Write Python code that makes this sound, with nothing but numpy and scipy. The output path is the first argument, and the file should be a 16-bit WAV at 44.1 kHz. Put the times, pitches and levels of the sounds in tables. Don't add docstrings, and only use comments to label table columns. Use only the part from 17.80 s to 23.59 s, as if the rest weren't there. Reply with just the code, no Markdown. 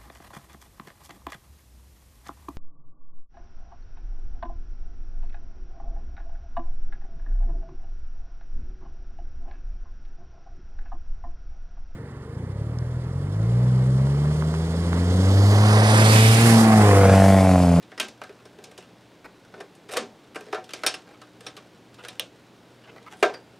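import sys
import numpy as np
from scipy import signal
from scipy.fft import rfft, irfft, next_fast_len
from scipy.io import wavfile
from scipy.ndimage import uniform_filter1d

SR = 44100
rng = np.random.default_rng(int(sys.argv[2]) if len(sys.argv) > 2 else 0)


def bounce(signal):
    frames = np.transpose(np.atleast_2d(signal))
    limited = np.clip(frames, -1, 1)
    pcm = np.round(limited * 32767).astype(np.int16)
    wavfile.write(sys.argv[1], SR, pcm)


N = 255339
RING = int(SR / 2)

# (lower edge [Hz], upper edge [Hz])
REGISTER_EDGES = [(230, 820), (820, 2500), (2500, 6000), (6000, 13500)]
# (frequency [Hz], relative level per Hz [dB], time to fall 60 dB [s])
WEAK_MODES = [(119, -20, 0.52), (246, -4, 0.34), (469, 2.5, 0.34), (712, -6, 0.39), (1240, 6, 0.23),
              (2800, -1, 0.22), (6470, -8.5, 0.25), (8730, -7, 0.17), (13400, -20.5, 0.034),
              (16000, -19, 0.015)]


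def undb(db):
    return 10 ** (np.asarray(db) / 20)


def unit(x, size=None):
    return x / np.sqrt(np.mean(x[:size] ** 2) + 1e-20)


def add(track, s, x):
    i = max(int(s * SR), 0)
    track[i:i + len(x)] += x[:max(len(track) - i, 0)]


def fade(t60, hold_s=0):
    t = np.arange(RING) / SR
    return np.exp(-np.log(1000) * np.maximum(t - hold_s, 0) / t60)


def clump(hz, share):
    edges = np.minimum([hz / (1 + share), hz * (1 + share)], [.4 * SR, .45 * SR])
    band = signal.butter(2, edges, "band", fs=SR, output="sos")
    noise = signal.sosfilt(band, rng.standard_normal(2 * RING))
    return unit(noise[RING:])


def colour(x, points):
    size = 2 * next_fast_len(len(x))
    hz, db = np.transpose(points)[:2]
    f = np.arange(size // 2 + 1) * SR / size
    log_gain = np.log(undb(np.interp(np.log(f + 1), np.log(hz), db)))
    cepstrum = irfft(log_gain)[:size // 2]
    cepstrum[1:] *= 2
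    return irfft(rfft(x, size) * np.exp(rfft(cepstrum, size)))[:len(x)]


def registers(level_db, bright_db, note_hz):
    offsets_db = [-1.1, -0.8, -0.55, -6.5]
    pivot_hz = 2000
    soft_treble_loss = 1
    note_lift_db, note_width_octaves = 7.5, 1.41
    centre_hz = np.sqrt(np.prod(REGISTER_EDGES, axis=1))
    octaves = np.log2(centre_hz / pivot_hz)
    tilt_db = bright_db * octaves
    tilt_db += soft_treble_loss * min(bright_db, 0) * np.maximum(octaves, 0)
    distance = np.log2(centre_hz / note_hz) / note_width_octaves
    lift_db = note_lift_db * np.exp(-distance ** 2)
    return level_db + np.array(offsets_db) + tilt_db + lift_db


def balance(x, levels_db, size):
    out = 0
    for edges, db in zip(REGISTER_EDGES, levels_db):
        band = signal.sosfilt(signal.butter(3, edges, "band", fs=SR, output="sos"), x)
        out = out + undb(db) * unit(band, size)
    return out


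def crowd():
    f = np.fft.rfftfreq(RING, 1 / SR)
    hz, _, t60 = np.transpose(WEAK_MODES)
    noise = rfft(rng.standard_normal(RING))
    out = np.zeros(RING)
    for row, decay in zip(np.eye(len(hz)), t60):
        share = np.interp(np.log(f + 1), np.log(hz), row)
        out += irfft(noise * share, RING) * fade(decay)
    return out


def ring(modes, spot_db, detune, sustain=1):
    t = np.arange(RING) / SR
    hz, db, t60 = np.transpose(modes)[:, :, None]
    hz = hz * (1 + detune * rng.standard_normal(hz.shape))
    weight = undb(db + spot_db * rng.standard_normal(hz.shape))
    angle = 2 * np.pi * (hz * t + rng.random(hz.shape))
    return np.sum(weight * fade(t60 * sustain) * np.sin(angle.astype(np.float32)), axis=0)


def response(note_hz, contact_ms, metal_db, heavy_db=0, crack_db=10, crack_t60=0.038,
             chatter=0.95, note_db=-2, note_t60=0.11, note_share=0.078):
    # (frequency [Hz], relative level [dB], base t60 [s])
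    chassis_modes = [(345, -8, .16), (364, -7, .18), (404, -3, .2), (427, -5, .15), (460, -9, .15),
                     (502, -8, .13), (606, 5, .14), (646, 2, .17), (672, 0, .16), (705, -1, .17),
                     (731, 0, .18), (748, 6, .25), (815, -4, .15), (937, -7, .18), (1007, -5, .14),
                     (1084, -5, .19), (1182, -4, .16), (1286, -2, .16), (1362, -6, .2), (1450, -10, .14),
                     (1573, 3, .19), (1621, -1, .17), (1739, -3, .16), (1785, -1, .15), (2056, -4, .1),
                     (2411, 1, .12), (2634, -5, .13), (2808, -6, .13), (3190, -2, .14), (3620, 1, .14),
                     (3790, 1, .12)]
    # (frequency [Hz], relative level [dB], t60 [s])
    metal_modes = [(3628, 0, .075), (4735, -11, .1), (5150, 1, .1), (5417, 0, .1), (5560, 1, .09),
                   (5744, -6, .08), (6455, -6, .07), (8000, -3, .08), (8769, 1, .1), (9044, -4, .06),
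                   (9367, -8, .06), (9932, 2, .08), (10280, -1, .06), (11140, -4, .04), (11650, -3, .04),
                   (12320, -3, .04)]
    grip_detune = .002
    metal_split = .007
    sustain = 1 - 0.005 * heavy_db
    contact_s = max(contact_ms, .1) / 1000
    chassis = ring(chassis_modes, spot_db=2.0, detune=grip_detune, sustain=sustain)
    modes = undb(heavy_db - 14.0) * chassis
    metal = sum(ring(metal_modes, spot_db=3.0, detune=metal_split) for _ in range(3))
    modes += undb(metal_db - 9.0) * metal
    crack = undb(crack_db) * rng.standard_normal(RING) * fade(crack_t60, chatter * contact_s)
    share = note_share * np.sqrt(note_hz / 1000)
    note = undb(note_db) * clump(note_hz, share) * fade(note_t60)
    push = 1 - np.exp(-2 * np.arange(RING) / SR / contact_s)
    return colour(push * (crack + crowd() + modes + note), WEAK_MODES)


def slips(size, rate, spread_db):
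    strength = undb(spread_db * np.minimum(rng.exponential(size=size), 3))
    return (rng.random(size) < rate / SR) * strength * rng.choice([-1, 1], size)


def taps(snap_db=3, snap_hz=10200, snap_t60=0.014, soft_db_per_ms=9):
    # (time [s], base level [dB], brightness [dB per octave], note of the touched part [Hz],
    # contact time [ms], relative level of the bare metal ring [dB])
    contacts = [(.025, -63, 0, 3650, 2.3, -15), (0.116, -55, -2.6, 1900, 1.2, -19),
                (0.1765, -47, -0.5, 1920, 2.1, 0), (0.1984, -33, 1.2, 3000, 1.0, -32),
                (.212, -44.5, 0.5, 2270, 1.3, -22), (.227, -49, 1.3, 2500, 1.2, -20),
                (.246, -57, .5, 3180, 1, -20), (0.283, -56, 1.5, 5300, 1.5, -14),
                (0.4152, -46, -2, 1170, 1.3, -24), (0.437, -53, 0, 1550, 0.81, -18),
                (0.492, -54, -1.9, 413, 2, -12), (.653, -55.5, -0.1, 419, 1.9, 0),
                (.785, -55.5, -1.5, 408, 2.9, -12), (.839, -56, 2.5, 5900, 1.6, -9),
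                (.912, -58, 0.8, 497, 2.8, -12), (.977, -52, -0.3, 6950, 1.7, -8),
                (.984, -57, -2.5, 369, 3, -12), (1.739, -53, -3.5, 1460, 1.6, -12),
                (1.801, -47, -0.84, 717, 7.6, 0), (1.95, -65.5, 0.5, 8700, 1.9, -9),
                (2.089, -52.5, -0.5, 1920, 2.5, -1), (2.108, -54, 0, 1500, 3, -12),
                (2.116, -47.5, -0.5, 10200, 1.2, -8), (2.124, -50.5, 2, 10200, 1.4, 0),
                (2.129, -48, -2, 480, 1.2, -12), (2.1355, -46, 0.5, 2320, .8, -6),
                (2.151, -50, -2.5, 418, .8, -15), (2.163, -42, -2, 1650, 1, -10),
                (2.1679, -34.5, 2.4, 1110, 1.9, -9), (2.1705, -32.5, 0, 520, 1.5, -15),
                (2.222, -55, -4, 397, 3.1, -20), (2.556, -45, -3.5, 1310, 6.7, -10),
                (2.608, -51.5, -0.5, 423, 0.74, -10), (2.7265, -39, -2.3, 1360, 1.0, -3),
                (2.73, -42, -3.5, 439, 2.3, -16), (2.744, -43.5, -1, 1300, 3.2, -16),
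                (2.779, -53, -3.5, 380, 4.4, -16), (2.84, -62, 2, 4500, 3.1, -10),
                (2.891, -53, -0.8, 3040, 1.4, -17), (2.906, -55.5, 0, 2960, 1.2, -12),
                (2.9345, -41, -.5, 5500, 1.5, -21), (3.0342, -36, -1.2, 1410, 1.7, -5),
                (3.064, -28.5, 1, 4800, 0.81, 6), (3.0695, -42, 2.5, 10000, 1.2, -6),
                (3.1398, -43, 0.5, 2900, 1.9, 4), (3.414, -54, -.1, 1190, 3.3, -17),
                (3.606, -54.5, 1.5, 487, 2.2, -12), (3.6645, -44.5, -0.3, 3640, 2.7, 3.5),
                (3.766, -54.5, 0.5, 3560, 1.2, -21), (3.775, -53.5, -1, 1230, 0.59, -21),
                (4.142, -65.5, 1.5, 5060, 1.1, -8), (4.236, -54, -1.5, 3420, 4.7, -10),
                (4.247, -48.5, 0.2, 1550, 3.7, -16), (4.284, -48, 0.4, 3770, 0.38, -5),
                (4.396, -44.5, 2, 3260, .4, -21), (5.226, -68, 0, 3600, 2, -12),
                (5.426, -24, -1.8, 700, 2.4, -24), (5.428, -32, -2, 2400, 3, -24),
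                (5.449, -38, -2.4, 660, 3.6, -17), (5.492, -47, -3.5, 740, 5, -20),
                (5.538, -50.5, -0.7, 1700, 4, -1)]
    heavy_from_db, heavy_ring_db_per_db = -30.5, 1.15
    out = np.zeros(N)
    for s, level_db, bright_db, note_hz, contact_ms, metal_db in contacts:
        levels_db = registers(level_db, bright_db, note_hz)
        heavy_db = heavy_ring_db_per_db * max(level_db - heavy_from_db, 0)
        rung = response(note_hz, contact_ms, metal_db, heavy_db)
        add(out, s, balance(rung, levels_db, size=SR // 50))
        snap = unit(clump(snap_hz, share=.18) * fade(snap_t60), size=SR // 50)
        add(out, s, snap * undb(levels_db[-1] + snap_db - soft_db_per_ms * contact_ms))
    return out


def latch():
    # (frequency [Hz], relative half width [ratio], starting level [dB], t60 [s])
    latch_modes = [(540, 0.25, -41, 0.24), (3090, 0.15, -18, 0.022), (3060, 0.19, -35.5, 0.17),
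                   (5900, 0.064, -38.5, 0.071), (9300, 0.046, -26.5, 0.0097), (12300, 0.047, -30, 0.013)]
    snap_s = 4.3961
    out = np.zeros(N)
    for hz, share, level_db, t60 in latch_modes:
        envelope = fade(t60)
        tone = unit(clump(hz, share) * envelope)
        add(out, snap_s, undb(level_db) * tone * np.sqrt(np.mean(envelope ** 2)))
    return out


def scrapes(rate=400, spread_db=6, contact_ms=0.56, metal_db=-12):
    # (start [s], end [s], base level [dB],
    # brightness [dB per octave], note of the sliding part [Hz])
    slides = [(0.211, 0.262, -57.5, -0.5, 398), (0.798, 0.927, -67, -1.5, 414),
              (0.98, 1.05, -64.5, -0.5, 3020), (1.738, 1.848, -60.5, -2.5, 375),
              (2.08, 2.172, -49, -0.2, 480), (2.541, 2.572, -48.5, 1, 1360), (2.611, 2.797, -59, -1, 420),
              (2.737, 2.768, -46.5, -2.5, 1360), (2.878, 3.06, -65, 2.5, 2010),
              (3.247, 3.346, -62.5, -1, 757), (3.61, 3.713, -59.5, 0, 498), (4.139, 4.415, -63, 0, 485),
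              (5.03, 5.296, -68, -2, 474), (5.292, 5.35, -55, 0, 800), (5.349, 5.43, -66.5, 1, 9000)]
    out = np.zeros(N)
    for start, end, level_db, bright_db, note_hz in slides:
        size = max(int((end - start) * SR), SR // 50)
        force = slips(RING, rate, spread_db)[:size] * np.sqrt(np.hanning(size))
        blow = response(note_hz, contact_ms, metal_db, crack_db=15.5, crack_t60=0.0092)
        rung = signal.fftconvolve(force, blow)
        add(out, start, balance(rung, registers(level_db, bright_db, note_hz), size=size))
    return out


def scuffs(rate=900, spread_db=2, first_slip_db=7, room_db=-12):
    # (time [s], length [s], level [dB], main resonance of the plastic [Hz])
    strokes = [(0.589, 0.015, -56.5, 1260), (1.445, .02, -43.5, 1000), (3.336, 0.022, -56.5, 1280),
               (4.187, 0.03, -48.5, 1440), (5.037, 0.024, -54.5, 1320), (5.076, .028, -50.5, 1400),
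               (5.162, 0.023, -48.5, 1200), (5.264, 0.021, -44.5, 1170)]
    # (multiple of the main one [ratio], relative half width [ratio], relative level [dB], t60 [s])
    plastic_modes = [(.6, .3, -5, .02), (1, .2, -1.5, .025), (1.72, .22, -2.5, 0.019),
                     (2.8, .35, -14, .012)]
    out = np.zeros(N)
    for s, length_s, level_db, hz in strokes:
        size = max(int(length_s * SR), SR // 100)
        force = slips(RING, rate, spread_db)[:size]
        force[0] = undb(first_slip_db)
        body = np.zeros(RING)
        for multiple, share, db, t60 in plastic_modes:
            body += undb(db) * clump(hz * multiple, share) * fade(t60)
        rung = signal.fftconvolve(force, body)[:RING]
        tail = crowd()
        echo = signal.fftconvolve(rung, tail / np.linalg.norm(tail))[:RING]
        rung = rung + undb(room_db) * echo
        add(out, s, undb(level_db) * unit(rung, size=size + SR // 200))
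    return out


def squeak(waver=0.019, echo_db=-10):
    start_s, level_db = 5.538, -48
    start_hz, rest_hz, sag_s = 5110, 4650, 0.0073
    attack_s, hold_s, t60 = 0.0032, 0.022, 0.025
    t = np.arange(RING) / SR
    pitch = rest_hz + (start_hz - rest_hz) * np.exp(-t / sag_s)
    pitch = pitch * (1 + waver * unit(uniform_filter1d(rng.standard_normal(RING), size=60)))
    envelope = np.minimum(t / attack_s, 1) * fade(t60, hold_s)
    wave = np.sqrt(2) * np.sin(2 * np.pi * np.cumsum(pitch) / SR)
    tone = undb(level_db) * wave * envelope
    out, tail = np.zeros(N), crowd()
    add(out, start_s, tone)
    add(out, start_s, undb(echo_db) * signal.fftconvolve(tone, tail / np.linalg.norm(tail)))
    return out


def housing(boom_hz=225, boom_t60=0.43):
    # (time [s], level [dB])
    firm_presses = [(0.2, -46), (2.169, -45.5)]
    out = np.zeros(N)
    for s, level_db in firm_presses:
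        boom = clump(boom_hz, share=0.11) * fade(boom_t60)
        add(out, s, undb(level_db) * unit(boom, size=SR // 20))
    return out


def fingers(rate=22, spread_db=3, level_db=-75, bright_db=0.8, note_hz=1380):
    touch = response(note_hz, contact_ms=1.0, metal_db=-6)
    ticks = signal.fftconvolve(slips(N, rate, spread_db), touch)[:N]
    return balance(ticks, registers(level_db, bright_db, note_hz), size=N)


def workroom(hush_db=-53.5, side_db=-19, waver=0.39):
    # (frequency [Hz], relative level per Hz [dB])
    hush_points = [(15, -20), (25, -31), (92, -6.5), (114, -5), (149, -4.5), (180, -1), (270, -2),
                   (301, -1), (624, -6.5), (796, -9), (1190, -13.5), (1330, -14.5), (3340, -19),
                   (3620, -19), (16000, -40.5)]
    # (frequency [Hz], level before wavering [dB])
    hum_tones = [(120, -64.5), (180, -68), (240, -75), (300, -66.5)]
    t = np.arange(N) / SR
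    mid, side = (unit(colour(rng.standard_normal(N), hush_points)) for _ in range(2))
    knots = np.linspace(0, t[-1], 30)
    hum = np.zeros(N)
    for hz, db in hum_tones:
        tone = np.sqrt(2) * undb(db) * np.sin(2 * np.pi * (hz * t + rng.random()))
        hum += tone * (1 + waver * np.interp(t, knots, rng.standard_normal(len(knots))))
    return hum + undb(hush_db) * (mid + undb(side_db) * side * np.array([[1], [-1]]))


def scene(width_db=-23, width_hz=1100):
    parts = taps() + latch() + housing() + scrapes() + scuffs() + fingers() + squeak()
    early = crowd()[:SR // 50] * np.hanning(SR // 50)
    side = undb(width_db) * signal.fftconvolve(parts, early / np.linalg.norm(early))[:N]
    side = signal.sosfilt(signal.butter(1, width_hz, "high", fs=SR, output="sos"), side)
    return parts + side * np.array([[1], [-1]]) + workroom()


def record(dry):
    # (frequency [Hz], left minus right [dB])
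    mic_mismatch = [(100, .4), (1000, .3), (3000, -.5), (8000, -.8), (14000, -.1)]
    top_hz = 15700
    hz, db = np.transpose(mic_mismatch)
    lean_db = np.interp(np.log(np.fft.rfftfreq(N, 1 / SR) + 1), np.log(hz), db)
    heard = irfft(rfft(dry) * undb(np.array([[.5], [-.5]]) * lean_db), N)
    return signal.sosfilt(signal.ellip(8, .2, 70, top_hz, fs=SR, output="sos"), heard)


dry = scene()
out = record(dry)
bounce(out)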